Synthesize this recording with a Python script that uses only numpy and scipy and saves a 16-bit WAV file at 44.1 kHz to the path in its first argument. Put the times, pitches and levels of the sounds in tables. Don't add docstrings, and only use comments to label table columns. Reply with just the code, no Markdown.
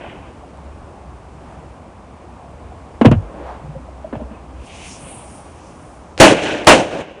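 import sys
import numpy as np
from scipy import signal
from scipy.fft import rfft, irfft, next_fast_len
from scipy.io import wavfile
from scipy.ndimage import uniform_filter1d

SR = 44100
rng = np.random.default_rng(int(sys.argv[2]) if len(sys.argv) > 2 else 0)


def field_ratio(decibels):
    return 10 ** (np.asarray(decibels, dtype=float) / 20)


def store_pcm(level_fs):
    pcm = np.round(np.clip(level_fs, -1, 1) * 32767).astype(np.int16)
    wavfile.write(sys.argv[1], SR, np.atleast_2d(pcm).T)


N = 317516
SIZE = next_fast_len(N)


def unit(x):
    return x / np.sqrt(np.mean(x ** 2))


def colour(x, points):
    hz, db = np.transpose(points)
    f = np.maximum(np.arange(SIZE // 2 + 1) * SR / SIZE, 1)
    gain = field_ratio(np.interp(np.log(f), np.log(hz), db, -90, -90))
    return unit(irfft(rfft(x, SIZE) * gain, SIZE)[:N])


def band(x, hz, width):
    return signal.lfilter(*signal.iirpeak(hz, hz / width, fs=SR), x)


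def walk(rate):
    hold = int(SR / rate)
    steps = np.repeat(rng.standard_normal(N // hold + 1), hold)
    return 1.102 * uniform_filter1d(uniform_filter1d(steps, hold), hold)[:N]


def swell(s, db, rise, fall):
    age = np.arange(N) / SR - s
    slope = np.minimum(age / max(rise, .001), -age / max(fall, .001))
    return np.exp(np.log(10) * (db / 10 + slope))


# frequency in Hz, level in dB per Hz.
TOWN_SPECTRUM = [(15, -44.5), (25, -19), (59, -4.5), (78, -0.5), (98, -8), (299, -10), (426, -15),
                 (471, -14), (762, -12), (1120, -16.5), (1350, -23), (1940, -30.5), (2380, -30),
                 (3950, -40.5), (9110, -43), (10600, -49.5), (13800, -79), (22000, -120)]
# time in seconds, level change in dB.
TOWN_LEVEL = [(0, 2), (1.3, .5), (1.5, 2.5), (1.9, -0.5), (2.3, .5), (3, 1.5), (4.6, 1), (5.1, 2.5),
              (5.6, 1), (7.02, -1), (7.04, -9), (7.2, -6)]
# peak in
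# seconds, level in dB, rise in seconds per 10 dB, fall in seconds per 10 dB.
ENGINE_SURGES = [(.21, -41, 0.044, .12), (.71, -34.5, .19, .02), (1.17, -37, .2, .015),
                 (1.28, -41, .04, 0.27), (1.72, -42, .04, .04), (1.87, -46, .03, 0.44),
                 (2.29, -41, 0.026, .17), (2.56, -42, .03, .2), (2.83, -36, 0.027, .05),
                 (3.25, -42, .02, .05), (3.46, -36.5, .12, .12), (3.69, -31, 0.061, 0.13),
                 (3.97, -32, 0.35, 0.039), (4.25, -31, 0.25, 0.043), (4.61, -31.5, 0.18, .025),
                 (4.84, -44, .12, .045), (5.79, -46.5, 1, .02), (6.0, -45, .12, .025)]


def town():
    town_db, idle_hz = -39, 63.4
    rumble = rfft(colour(rng.standard_normal(N), TOWN_SPECTRUM), SIZE)
    octave = np.log2(np.maximum(np.arange(len(rumble)) * SR / SIZE, 1))
    centres = np.log2([40, 80, 150, 250, 380, 550, 750, 1000, 1400, 2200, 4000])
    depth_db = np.interp(centres, np.log2([40, 300, 1000, 4000]), [3.8, 2.7, 2.1, 0.14])
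    bed = 0
    for share, depth in zip(np.eye(len(centres)), depth_db):
        register = irfft(rumble * np.interp(octave, centres, share), SIZE)[:N]
        waver = 0.19 * walk(1.4) + 0.18 * walk(9) + 0.75 * walk(35)
        bed = bed + register * field_ratio(depth * waver)
    level_db = town_db + np.interp(np.arange(N) / SR, *np.transpose(TOWN_LEVEL))
    engine_hz = idle_hz * (1 + .06 * walk(9))
    drone = np.sin(2 * np.pi * np.cumsum(engine_hz) / SR) * field_ratio(2 * walk(12))
    surges = np.sqrt(sum(swell(*row) for row in ENGINE_SURGES))
    return unit(bed) * field_ratio(level_db) + drone * field_ratio(1.5) * surges


# centre in Hz, width in Hz.
FUSE_JETS = [
    (2600, 1240),
    (6100, 3300),
    (9200, 2100),
]
# peak in seconds, level in dB, rise in seconds per 10 dB, fall in seconds per 10 dB.
FUSE_SPURTS = [
    [(4.7, -44.5, 0.059, 0.33), (4.86, -40, 0.13, 0.11), (5.088, -45, 0.1, .15), (5.6, -58, 0.73, 0.26)],
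    [(4.66, -56, .04, .3), (4.77, -48, .08, .1), (4.914, -40, .12, 0.078), (5.298, -56.5, .2, 0.34),
     (5.64, -57, 0.24, 0.56), (6.1, -68, 0.24, .04)],
    [(4.66, -55.5, 0.036, .3), (4.874, -45, 0.1, 0.11), (5.09, -39.5, 0.11, 0.17), (5.34, -47.5, .2, 0.15),
     (5.878, -59.5, 0.33, .2)],
]
# start in seconds,
# peak level in dB.
SHARP_CLICKS = [(.573, -43), (3.0145, -34), (3.0475, -29), (3.0528, -22), (3.0576, -16.5), (3.0723, -22),
                (3.1142, -29), (3.117, -25.5), (6.178, -17.5), (6.189, -21), (6.1915, -29), (6.2935, -18),
                (6.3075, -18), (6.648, -27), (6.655, -34), (6.659, -33)]


def fuse():
    out = 0
    for spurts, (hz, width) in zip(FUSE_SPURTS, FUSE_JETS):
        flicker_db = 1.8 * rng.exponential(size=N) + 1.45 * walk(25)
        sputter = rng.standard_normal(N) * field_ratio(flicker_db)
        hiss = unit(band(band(sputter, hz, width), hz, width))
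        out = out + np.sqrt(sum(swell(*row) for row in spurts)) * hiss
    age = np.arange(400) / SR
    for s, db in SHARP_CLICKS:
        spit = signal.lfilter([1], [1, -0.71], rng.standard_normal(400)) * np.exp(-age / .0005)
        out[int(s * SR):int(s * SR) + 400] += field_ratio(db) * spit
    return out


# start in seconds, level in dB, first pitch in Hz, last pitch in Hz, crack level in dB.
HARD_BLOWS = [
    (3.0124, -1.5, 730, 226, -13),
    (3.0479, 2, 725, 400, -28),
    (3.053, 5, 447, 238, -26),
    (3.059, -3, 520, 302, 3),
    (3.114, -6.5, 545, 129, -22),
    (4.1272, -17, 805, 225, -45),
    (4.154, -16, 930, 594, -28),
]
# start in seconds, level in dB, first pitch in Hz, length in cycles.
DULL_BOOMS = [(3.068, 2, 162, 1), (3.075, -17.5, 59, 4.1), (3.084, -4, 303, 1.1), (3.093, -11, 146, 2),
              (3.134, -14.5, 268, 2), (3.160, -13, 114, 1.8), (3.195, -25.5, 64, 3.6),
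              (3.638, -28, 182, 2.8), (3.686, -26, 186, 3), (3.761, -27, 185, 2.1), (4.165, -22.5, 150, .9),
              (4.217, -22.5, 288, 1.45), (4.309, -28, 256, 1.6), (6.322, 1.5, 438, 1.3),
              (6.761, -22, 620, 1.8), (6.802, -11, 606, 3)]
# start in seconds, level in dB, first pitch in Hz, length in cycles.
HOLLOW_KNOCKS = [
    (.434, -25, 765, 5.3),
    (2.72, -25, 765, 3.5),
    (3.75, -21.5, 555, 9.4),
    (3.887, -23, 670, 3.6),
    (4.044, -14, 653, 5.4),
    (4.069, -25, 660, 4.5),
    (4.194, -22.5, 642, 9.7),
    (4.345, -43, 2650, 30),
]


def blows():
    rows = [(s, db, hz, last, 2.18 / last, crack) for s, db, hz, last, crack in HARD_BLOWS]
    for table, sag, crack_db in ((DULL_BOOMS, 0.804, -33), (HOLLOW_KNOCKS, 0.96, -38)):
        rows += [(s, db, hz, sag * hz, cycles / (sag * hz), db + crack_db) for s, db, hz, cycles in table]
    return rows


# pitch in Hz, width in Hz, level in dB.
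THUMP_RINGING = [
    (102, 42, -23),
    (150, 7.5, -32),
    (221, 30, -25),
    (272, 33, -71),
]


def thumps():
    age, out = np.arange(int(.15 * SR)) / SR, np.zeros(N + SR)
    crack_band = signal.butter(4, [900, 3300], "bandpass", fs=SR, output="sos")
    for s, db, first_hz, last_hz, fade, crack_db in blows():
        noise = rng.standard_normal(len(age))
        soft = last_hz / first_hz
        hz = last_hz + (first_hz - last_hz) * np.exp(-age / 0.00262)
        rise = 1 - np.exp(-age / (.5 * soft ** 3 * fade + 0.00016))
        swing = np.sin(2 * np.pi * np.cumsum(hz) / SR) * rise * np.exp(-(age / fade / 1.25) ** 2)
        rough = noise * (1 - soft) * np.exp(-age / (1.02 * fade)) * np.sqrt(SR / first_hz)
        for _ in range(3):
            rough = band(rough, 1.25 * first_hz, 1.26 * first_hz)
        crack = signal.sosfilt(crack_band, noise[::-1] * np.exp(-age / 0.0019))
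        blow = field_ratio(db) * (0.77 * swing + 0.31 * rough) + field_ratio(crack_db) * crack
        out[int(s * SR):int(s * SR) + len(age)] += blow
    out = out[:N]
    return out + sum(field_ratio(db + 32) * band(out, hz, width) for hz, width, db in THUMP_RINGING)


def echoes(rows, air_db, start=None):
    origin = start or 0
    age = np.arange(N) / SR - origin
    power = np.zeros((4, N))
    for s, db, rise, fall, edge_db in rows:
        dull = swell(s + origin, db, rise, fall)
        bright = swell(s + origin, db, rise, 0.94 * fall)
        airy = bright * field_ratio(2 * (0.64 * edge_db + air_db))
        power += [dull, bright * field_ratio(2 * edge_db), airy, airy]
    if start:
        power[2:] *= field_ratio(2 * np.outer([-10.5, -50], np.maximum(age, 0)))
    return power * (age >= 0)


BANG_TIMES = [
    6.2011,
    6.6711,
]
# peak in seconds, level in dB, rise in seconds per 10 dB,
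# fall in seconds per 10 dB, edge level in dB.
CLOSE_RETURNS = [
    (.06, -6.5, 0.2, 0.047, -8),
    (.128, -12, 0.027, 0.025, -16.5),
    (.135, -18, .06, 0.058, -11),
]
HOUSE_RETURNS = [
    [(.105, -10.5, 0.04, 0.025, -7), (.282, -18, 0.19, 0.16, -6.5)],
    [(.25, -28.5, 0.041, 0.17, -9.5), (.347, -23.5, 0.34, .012, -14.5)],
]
MUFFLED_ECHOES = [
    (3.016, -10.5, 0.0016, 0.018, -16),
    (3.056, -0.5, 0.0037, 0.016, -17.5),
    (3.116, -14, 0.0022, 0.021, -16.5),
    (3.251, -38, .1, 0.017, -25),
    (3.39, -34.5, .13, 0.12, -21.5),
    (4.131, -26, 0.0017, 0.03, -24),
    (4.154, -31.5, .005, .018, -13),
    (4.208, -30, 0.018, 0.042, -27),
    (4.316, -42, 0.021, 0.12, -15),
]
DISTANT_ECHOES = [
    (.012, -38.5, .05, 0.018, -1.5),
    (.04, -31.5, 0.011, 0.033, -12),
    (.1, -43, 0.24, 0.08, 1.5),
    (.28, -48, 0.14, 0.055, -3.5),
    (7.045, -37.5, 0.028, 0.22, -8.5),
]
FLARE = [
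    (.016, -25.5, .03, 0.0026, -10),
]


def echo_power():
    near_air_db = -8
    power = echoes(MUFFLED_ECHOES, -25) + echoes(DISTANT_ECHOES, -43)
    power = power + echoes(FLARE, near_air_db, start=6.178)
    for s, front in zip(BANG_TIMES, HOUSE_RETURNS):
        power = power + echoes(CLOSE_RETURNS + front, near_air_db, start=s)
    return power


# frequency in Hz, level in dB per Hz.
ECHO_BODY = [(24, -61), (40, -15), (76, -16.5), (200, -4.5), (254, -7), (288, 2), (390, -4.5), (563, 0.5),
             (879, -9), (1800, -28), (2340, -58), (3960, -120)]
ECHO_EDGE = [(760, -48.5), (1300, -22.5), (1430, -1.5), (1920, -2.5), (2660, 1), (2990, -1.5), (4200, -26),
             (5460, -40.5), (9240, -120)]
ECHO_AIR = [(2240, -10.5), (3800, -1.5), (4910, -5), (6220, -1), (8710, -6.5), (9720, -3.5), (10400, -30.5),
            (13500, -39), (22000, -120)]
# shock level in dB, shock length in seconds, overload in dB,
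# blast level in dB, fade in seconds.
NEAR_BANGS = [
    (8, 0.002, 15, 2.5, 0.061),
    (8, 0.0013, 14, 5, 0.051),
]
# peak in seconds, level in dB, rise in seconds per 10 dB, fall in seconds per 10 dB.
HEDGE_RETURN = (3.5, -31.5, .12, .1)


def bangs():
    t = np.arange(N) / SR
    returns = rng.standard_normal(N) * field_ratio(2 * rng.exponential(size=N))
    spectra = (ECHO_BODY, ECHO_EDGE, ECHO_AIR)
    body, edge, air = (colour(returns, points) * field_ratio(1.7 * walk(90)) for points in spectra)
    blast = unit(band(band(rng.standard_normal(N), 676, 570), 684, 620))
    top = signal.sosfiltfilt(signal.butter(2, 7500, "highpass", fs=SR, output="sos"), air)
    cloud = np.sum(np.sqrt(echo_power()) * [body, edge, air - top, top], axis=0)
    near, over_db = np.zeros(N), np.zeros(N)
    for s, (shock_db, length, extra_db, blast_db, fade) in zip(BANG_TIMES, NEAR_BANGS):
        age = t - s
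        early = np.exp(-(age / fade) ** 2) * (age >= 0)
        near += field_ratio(shock_db) * (1 - 2 * age / length) * (age >= 0) * (age < length)
        near += field_ratio(blast_db) * blast * early
        over_db += extra_db * early
        tear = np.exp(np.minimum(age, 0) / .0016) * (age < .003)
        near += .2 * (blast + edge + air) * tear
    return near + cloud * field_ratio(over_db) + blast * np.sqrt(swell(*HEDGE_RETURN))


def scene():
    return (town() + fuse() + thumps() + bangs())[None]


def top_cut(x):
    return signal.sosfilt(signal.butter(12, 16320, fs=SR, output="sos"), x)


def record(dry):
    mic_hz, top_hz = 10500, 15800
    heard = signal.sosfilt(signal.ellip(8, .2, 60, mic_hz, fs=SR, output="sos"), dry)
    clipped = heard / (1 + np.abs(heard / 1.02) ** 20) ** (1 / 20)
    below = signal.sosfiltfilt(signal.ellip(6, .1, 40, mic_hz, fs=SR, output="sos"), clipped)
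    mix = below + field_ratio(-12) * (clipped - below)
    mix = signal.sosfilt(signal.ellip(8, .2, 40, top_hz, fs=SR, output="sos"), mix)
    return top_cut(np.clip(mix, -1, 1))


dry = scene()
out = record(dry)
store_pcm(out)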